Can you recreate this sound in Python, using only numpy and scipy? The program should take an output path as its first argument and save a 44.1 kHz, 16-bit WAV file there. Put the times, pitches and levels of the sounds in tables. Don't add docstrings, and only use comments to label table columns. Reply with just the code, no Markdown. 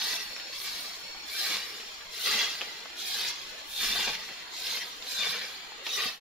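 import sys
import numpy as np
from scipy import signal
from scipy.fft import rfft, irfft
from scipy.io import wavfile

SR = 44100
rng = np.random.default_rng(int(sys.argv[2]) if len(sys.argv) > 2 else 0)


def waveform_to_disk(signal):
    frames = np.transpose(np.atleast_2d(signal))
    scaled = np.clip(frames, -1, 1) * 32767
    samples = np.round(scaled).astype(np.int16)
    wavfile.write(sys.argv[1], SR, samples)


N = 273861
TIME = np.arange(N) / SR

STROKES = [(-0.17, 0.23, 0.092, 0.12, 19, -7, -37.5, -35.5, -38, 4210, 2.5, -44.5, -5, 1.13, 2.6),
           (0.493, 0.15, 0.17, 0.5, 11, -8, -41, -48, -48, 4150, 8.5, -46, -9, 1.8, 2.59),
           (1.245, 0.17, 0.14, 0.073, 1.5, -9.5, -34, -32.5, -39, 4107, -0.5, -42, -7, 1.73, 2.53),
           (2.085, 0.18, 0.13, 0.18, -4, -9, -36, -29.5, -33.5, 3730, 1.5, -41.5, -10, 1.48, 2.5),
           (2.941, 0.22, 0.15, 0.012, 8.5, -5, -38, -38, -41, 3630, 5, -45, -4, 1.25, 2.38),
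           (3.65, 0.15, 0.28, 0.092, -31, -12.5, -33, -34, -36.5, 3730, -2, -41, -10, 1.15, 2.53),
           (4.51, 0.17, 0.081, 0.16, -1, -2, -38.5, -41, -41.5, 4020, 7, -46.5, -8, 1.88, 2.47),
           (5.035, 0.17, 0.11, 0.26, 2.5, 2, -41, -33.5, -37.5, 4007, -2, -46.5, -1, 1.73, 2.53),
           (5.825, 0.15, 0.097, 0.056, 7.5, -1, -40, -33, -36, 3674, 0, -44.5, -7.5, 1.6, 2.62)]
STROKE = dict(zip(("start_s", "gather_s", "push_s", "lift_s", "landing_db", "bite_db", "tips_db",
                   "leaves_db", "heap_db", "tip_hz", "tilt_db", "hiss_db", "hiss_bite_db",
                   "first_ms", "second_ms"), np.transpose(STROKES)))
# frequency_hz, gain_db
SCRATCH_SPECTRUM = [(1000, -23.5), (2500, 1), (4200, 8.5), (6000, 3.5), (7300, 2.5), (8300, -10.5),
                    (16000, -30)]
HISS_SPECTRUM = [(3000, -36), (6200, -13), (7300, -8.5), (8300, -0.5), (10500, 3), (12200, 0), (14000, 3.5),
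                 (16000, -5.5)]
RUSTLE_SPECTRUM = [(700, -18.5), (1800, -3.5), (2900, -1), (3700, 2), (4500, -1), (5400, -0.5),
                   (6400, -6.5), (7400, -4.5), (8500, -41), (16000, -20)]
HEAP_SPECTRUM = [(50, -30), (110, -19.5), (215, -0.5), (300, -13.5), (440, -1.5), (600, -7.5), (850, -4.5),
                 (1080, -2.5), (1500, -3), (2050, 2), (2800, -3), (4500, 2.5), (9000, -45.5)]
FOLIAGE_SPECTRUM = [(25, -15), (60, -2.5), (110, -5.5), (200, -1), (450, 5), (900, 6), (2000, 7.5),
                    (3500, 7.5), (5500, -7.5), (7200, -4), (8300, -18), (15000, -17)]
# frequency_hz, correlation
NEAR = [(60, .6), (300, .95), (700, .85), (1150, .62), (2100, .78), (3200, .5), (4400, .45), (5500, .08),
        (8000, -.1), (16000, 0)]
DIFFUSE = [(40, 0.27), (130, -0.24), (290, 0.94), (640, 0.25), (1200, -0.13), (2300, 0.15), (5000, -0.5),
           (16000, -0.29)]
# start_s, end_s, pitch_hz, width_hz, level_db
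INSECTS = [(-1, 1.7, 4385, 78, -48), (-1, 7, 4255, 230, -53), (-1, 2.2, 5425, 100, -51),
           (-1, 4.6, 5440, 220, -57), (-1, 7, 6950, 450, -59.5), (1.5, 7, 3260, 200, -58)]
# start_s, click_db, pitch_hz, trail_db, trail_t60_s
SNAPS = [(0.019, -23, 3120, -38, 0.034), (0.364, -33, 2380, -46.5, 0.12), (0.399, -32, 2640, -46.5, 0.099),
         (0.602, -25, 4280, -49, .03), (1.148, -54, 1260, -54, 0.078), (1.569, -17, 3930, -44, 0.043),
         (1.8, -38, 2600, -43.5, 0.065), (2.611, -23, 2770, -53, 0.037), (2.6155, -20.5, 2850, -38.5, 0.12),
         (2.857, -42, 1275, -49.5, 0.035), (4.076, -25, 2700, -42, 0.03), (4.101, -22, 3500, -37, 0.02),
         (4.29, -35, 2300, -48, 0.061), (4.319, -43, 2800, -53, 0.041), (4.772, -32, 2600, -37, 0.04),
         (4.823, -37, 2800, -45, 0.058), (5.0245, -26, 3630, -43, 0.087), (5.067, -34, 3640, -42.5, .09),
         (5.72, -45, 1150, -56, 0.06), (5.866, -29, 3160, -34, 0.064)]
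# centre_s, half_length_s, level_db, pitch_hz
CLUMPS = [(0.09, 0.026, -33, 4460), (0.675, .025, -40.5, 2200), (1.52, .03, -42, 2000),
          (1.555, .028, -36.5, 3900), (2.272, 0.025, -27.5, 3500), (2.333, .03, -33, 2200),
          (3.113, 0.033, -37, 3600), (3.25, .04, -38.5, 3930), (3.797, .025, -35.5, 3800),
          (4.148, 0.019, -34, 2980), (4.681, .06, -37, 3930), (5.245, 0.023, -33, 3620),
          (6.014, 0.044, -38, 2100)]
# start_s, level_db, pitch_hz
THUDS = [(1.499, -48.5, 250), (2.335, -50, 205), (2.611, -47, 450), (3.982, -47, 217), (4.065, -42, 393),
         (4.085, -47.5, 140), (4.294, -52.5, 200), (5.863, -44, 792), (6.055, -46.5, 181)]
# centre_s, half_length_s, level_db, pitch_hz
SQUEAKS = [(3.871, 0.01, -40, 1850), (4.821, 0.014, -38.5, 2000)]


def from_db(db):
    return 10 ** (np.asarray(db) / 20)


def rms_one(x):
    return x / np.sqrt(np.mean(x ** 2) + 1e-20)


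def at_hz(points, hz):
    frequency, value = np.transpose(points)
    return np.interp(np.log(hz + 1), np.log(frequency), value)


def drift(rate_hz):
    pole = np.exp(-80 * np.pi * rate_hz / SR)
    slow = signal.lfilter([1], [1, -2 * pole, pole * pole], rng.standard_normal(N // 40 + 2002))[2000:]
    return np.interp(np.arange(N) / 40, np.arange(len(slow)), rms_one(slow))


def resonate(x, hz, width_hz):
    r = np.exp(-np.pi * width_hz / SR)
    feedback = [1, -2 * r * np.cos(2 * np.pi * hz / SR), r * r]
    return signal.lfilter(np.array([1, 0, -1]) * (1 - r * r) / 2, feedback, x + 1e-18)


def colour(pair, spectrum, likeness, size=4096):
    hz = np.arange(size // 2 + 1) * SR / size
    alike = np.clip(at_hz(likeness, hz), -.98, .98)
    cepstrum = irfft(np.log(from_db(at_hz(spectrum, hz)) * np.sqrt([1 + alike, 1 - alike])))
    causal = 1 + np.sign(size // 2 - np.arange(size)) * (np.arange(size) > 0)
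    response = irfft(np.exp(rfft(cepstrum * causal)))
    mid, side = signal.fftconvolve(pair, response, axes=1)[:, :N]
    return np.array([mid + side, mid - side])


def stereo(pair, spectrum, likeness):
    both = colour(pair, spectrum, likeness)
    return both / np.sqrt(np.mean(both.mean(axis=0) ** 2))


def contacts(per_s, spread_db):
    sizes = from_db(spread_db * np.minimum(rng.exponential(1, N), 4.5))
    return sizes * (rng.random(N) < per_s / SR)


def friction(per_s, spread_db, grain_s, clump_db):
    impacts = contacts(per_s, spread_db) ** 2 + 1e-18
    power = signal.lfilter([1], [1, -np.exp(-1 / (grain_s * SR))], impacts)
    return rms_one(np.sqrt(power) * from_db(clump_db * drift(14.4)) * rng.standard_normal((2, N)))


def scatter_paths(x, longest_s, rate_hz, share_db, count=10):
    gains = np.array([drift(rate_hz) for _ in range(count)])
    gains = gains / np.sqrt(np.sum(gains ** 2, axis=0))
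    lags = (longest_s * SR * (np.arange(count) + 1 + rng.random(count)) / count).astype(int)
    reflected = sum(gain * np.roll(x, lag, axis=1) for gain, lag in zip(gains, lags))
    return rms_one(x + from_db(share_db) * reflected)


def per_stroke(name):
    return STROKE[name][np.maximum(np.searchsorted(STROKE["start_s"], TIME) - 1, 0)]


def swell(peaks_db, touches_db, lag_s, sag_db_per_s, drop_db, settle_db_per_s):
    landing_s = 0.057
    power = 0
    for (start_s, gather_s, push_s, lift_s, *_), peak_db, touch_db in zip(STROKES, peaks_db, touches_db):
        age = TIME - start_s
        lifted = np.maximum(age - gather_s - push_s, 0)
        landing = np.clip(age / landing_s, 0, 1)
        build_db = np.interp(age, [landing_s, gather_s + lag_s], [touch_db, 0])
        sag_db = sag_db_per_s * np.clip(age - gather_s, 0, push_s)
        release_db = drop_db * np.minimum(lifted / lift_s, 1) + settle_db_per_s * lifted
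        power = power + (landing * from_db(peak_db + build_db - sag_db - release_db)) ** 2
    return np.sqrt(power)


def tip_scratch():
    grains = friction(per_s=13000, spread_db=1, grain_s=0.0035, clump_db=3.5)
    grains = scatter_paths(grains, longest_s=.003, rate_hz=4.8, share_db=-3.5)
    gain = swell(STROKE["tips_db"], STROKE["bite_db"],
                 lag_s=0.001, sag_db_per_s=23.5, drop_db=6.5, settle_db_per_s=16)
    return from_db(-2.5) * gain * stereo(grains, SCRATCH_SPECTRUM, NEAR)


def tip_ring(width_hz=500):
    grains = friction(per_s=900, spread_db=-2.5, grain_s=0.00083, clump_db=2.5)
    narrow = signal.sosfilt(signal.butter(2, width_hz / 2, fs=SR, output="sos"), grains)
    carrier = np.cos(2 * np.pi * np.cumsum(per_stroke("tip_hz")) / SR)
    gain = swell(STROKE["tips_db"], STROKE["bite_db"],
                 lag_s=-0.01, sag_db_per_s=25, drop_db=18, settle_db_per_s=70)
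    return from_db(-4) * gain * stereo(narrow * carrier, [(1000, 0)], NEAR)


def tip_hiss():
    grains = friction(per_s=4900, spread_db=1.5, grain_s=0.0007, clump_db=1.5)
    grains = scatter_paths(grains, longest_s=.004, rate_hz=7.9, share_db=4, count=5)
    gain = swell(STROKE["hiss_db"], STROKE["hiss_bite_db"],
                 lag_s=-0.005, sag_db_per_s=25, drop_db=6.5, settle_db_per_s=27)
    return gain * stereo(grains, HISS_SPECTRUM, NEAR)


def stick_rasp(per_s=420, catch_s=.06, width_hz=50, spread_db=4):
    size = int(catch_s * SR)
    bundle = np.zeros((2, N + 2 * size))
    grip = np.hanning(size)
    for when, shortness, force, bearing in rng.random((int(per_s * N / SR), 4)):
        start = int(when * (N + size))
        chatter = resonate(rng.standard_normal(size), 1300 + 5200 * shortness, width_hz)
        chatter = from_db(spread_db * force) * rms_one(chatter * grip)
        direction = [np.cos(2 * np.pi * bearing), np.sin(2 * np.pi * bearing)]
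        bundle[:, start:start + size] += np.outer(direction, chatter)
    rasp = scatter_paths(rms_one(bundle[:, size:size + N]), longest_s=.003, rate_hz=4.6, share_db=-2.5)
    gain = swell(STROKE["leaves_db"], STROKE["landing_db"] - 12.5,
                 lag_s=0.011, sag_db_per_s=10, drop_db=5, settle_db_per_s=37)
    return from_db(-1.67) * gain * stereo(rasp, RUSTLE_SPECTRUM, NEAR)


def leaf_crackle(q=9.6, sizes=20):
    clicks = contacts(per_s=1400, spread_db=1.5) * rng.standard_normal((2, N))
    leaf_size = rng.integers(0, sizes, N)
    pitches_hz = np.geomspace(900, 7500, sizes)
    rings = sum(resonate(clicks * (leaf_size == k), hz, hz / q) for k, hz in enumerate(pitches_hz))
    rubbing = from_db(0.5) * friction(per_s=600, spread_db=0.5, grain_s=0.00009, clump_db=-0.5)
    rustle = scatter_paths(rms_one(rings) + rubbing, longest_s=.005, rate_hz=6.4, share_db=2)
    gain = swell(STROKE["leaves_db"], STROKE["landing_db"] - 12.5,
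                 lag_s=0.0055, sag_db_per_s=-10.5, drop_db=7, settle_db_per_s=23.5)
    return from_db(-9.5) * gain * stereo(rustle, RUSTLE_SPECTRUM, NEAR)


def heap_shove():
    grains = friction(per_s=2800, spread_db=3.5, grain_s=0.00052, clump_db=.5)
    grains = scatter_paths(grains, longest_s=.007, rate_hz=7.7, share_db=0.5)
    gain = swell(STROKE["heap_db"], STROKE["landing_db"] - 28.5,
                 lag_s=0.016, sag_db_per_s=-12.5, drop_db=9, settle_db_per_s=21)
    return gain * stereo(grains, HEAP_SPECTRUM, NEAR)


def broom(pivot_hz=3630):
    tips = tip_scratch() + tip_ring() + tip_hiss()
    rustle = stick_rasp() + leaf_crackle()
    low = signal.sosfilt(signal.butter(1, pivot_hz, fs=SR, output="sos"), rustle)
    brightness = from_db(per_stroke("tilt_db"))
    return tips + low / brightness + brightness * (rustle - low) + heap_shove()


def bounces(x):
    out = x
    for lag_column, level_db in (("first_ms", -10), ("second_ms", -9)):
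        earlier = TIME - per_stroke(lag_column) / 1000
        out = out + from_db(level_db) * np.array([np.interp(earlier, TIME, side) for side in x])
    return from_db(-.9) * out


def tree_echo(x, t60_s, wet_db, size=32768):
    age = np.arange(size) / SR
    envelope = np.exp(-np.log(1000) * age / t60_s) * (1 - np.exp(-age / 0.0094))
    tail = rng.standard_normal((2, size)) * envelope
    tail = tail / np.sqrt(np.sum(tail ** 2, axis=1, keepdims=True))
    tail = signal.sosfilt(signal.butter(2, [500, 6000], "band", fs=SR, output="sos"), tail)
    return from_db(wet_db) * signal.fftconvolve(x, tail, axes=1)[:, :N]


def foliage():
    grains = friction(per_s=2900, spread_db=1.5, grain_s=0.0018, clump_db=0.5)
    grains = scatter_paths(grains, longest_s=.005, rate_hz=6.4, share_db=1.5)
    return from_db(-49) * stereo(grains, FOLIAGE_SPECTRUM, DIFFUSE)


def noise_band(hz, width_hz, shape=(2, N)):
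    return rms_one(resonate(resonate(rng.standard_normal(shape), hz, width_hz), hz, width_hz))


def insects():
    out = 0
    for start_s, end_s, pitch_hz, width_hz, level_db in INSECTS:
        calling = np.clip(np.minimum(TIME - start_s, end_s - TIME) / .5, 0, 1)
        out = out + noise_band(pitch_hz, width_hz) * calling * from_db(level_db + drift(35))
    return out


def breeze(gust_s=3.92, gust_width_s=0.22):
    draught = from_db(-70.5 + 4 * drift(9.1))
    gust = from_db(-57.5) * np.exp(-((TIME - gust_s) / gust_width_s) ** 2)
    spectrum = [(10, -3), (25, 5.5), (42, -3), (70, -8.5), (200, -45), (1000, -72)]
    return (draught + gust) * stereo(rng.standard_normal((2, N)), spectrum, DIFFUSE)


def snaps():
    out = np.zeros((2, N))
    for start_s, click_db, hz, trail_db, t60_s in SNAPS:
        start = int(start_s * SR)
        age = np.arange(min(N - start, SR // 4)) / SR
        click = np.sin(2 * np.pi * hz * age) * hz * age * np.exp(1 - 1.3 * hz * age)
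        click = click + from_db(-9) * np.roll(click, int(rng.uniform(.001, .002) * SR))
        crackle = rms_one(resonate(rng.standard_normal((2, len(age))), hz, hz * 0.48))
        trail = from_db(trail_db) * crackle * np.exp(-np.log(1000) * age / t60_s)
        out[:, start:start + len(age)] += from_db(click_db) * click * [[1], [.4]] + trail
    spectrum = [(80, 2), (400, 15.5), (1500, 4.5), (4500, 0), (6500, 2), (9000, -25), (16000, -15)]
    return colour(out, spectrum, NEAR)


def clumps():
    crunch = friction(per_s=1700, spread_db=3.5, grain_s=0.00023, clump_db=0)
    out = 0
    for centre_s, half_s, level_db, hz in CLUMPS:
        envelope = from_db(level_db) * np.exp(-((TIME - centre_s) / half_s) ** 2)
        out = out + envelope * rms_one(resonate(crunch, hz, hz * 0.59))
    return colour(out, [(300, -3.5), (4800, -2.5), (8000, -12), (16000, -7)], NEAR)


def thuds(rise_s=0.009):
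    out = np.zeros(N)
    for start_s, level_db, hz in THUDS:
        rise = np.clip(TIME - start_s, 0, 1) / rise_s
        out += from_db(level_db) * rise * np.exp(1 - rise) * noise_band(hz, hz * 0.95, shape=N)
    return out


def squeaks():
    out = 0
    for centre_s, half_s, level_db, hz in SQUEAKS:
        envelope = from_db(level_db) * np.exp(-((TIME - centre_s) / half_s) ** 2)
        out = out + envelope * noise_band(hz, width_hz=230)
    return colour(out, [(1000, -2)], NEAR)


def scene():
    left, right = bounces(broom() + clumps()) + snaps() + squeaks() + thuds()
    sweeping = np.array([np.roll(left, 1), right])
    return sweeping + tree_echo(sweeping, t60_s=0.14, wet_db=-10) + foliage() + insects() + breeze()


def record(dry):
    fade = np.interp(TIME, [6.11, 6.16, 6.2], [1, .42, 0])
    return signal.sosfilt(signal.ellip(10, .2, 80, 15600, fs=SR, output="sos"), dry * fade)


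dry = scene()
out = record(dry)
waveform_to_disk(out)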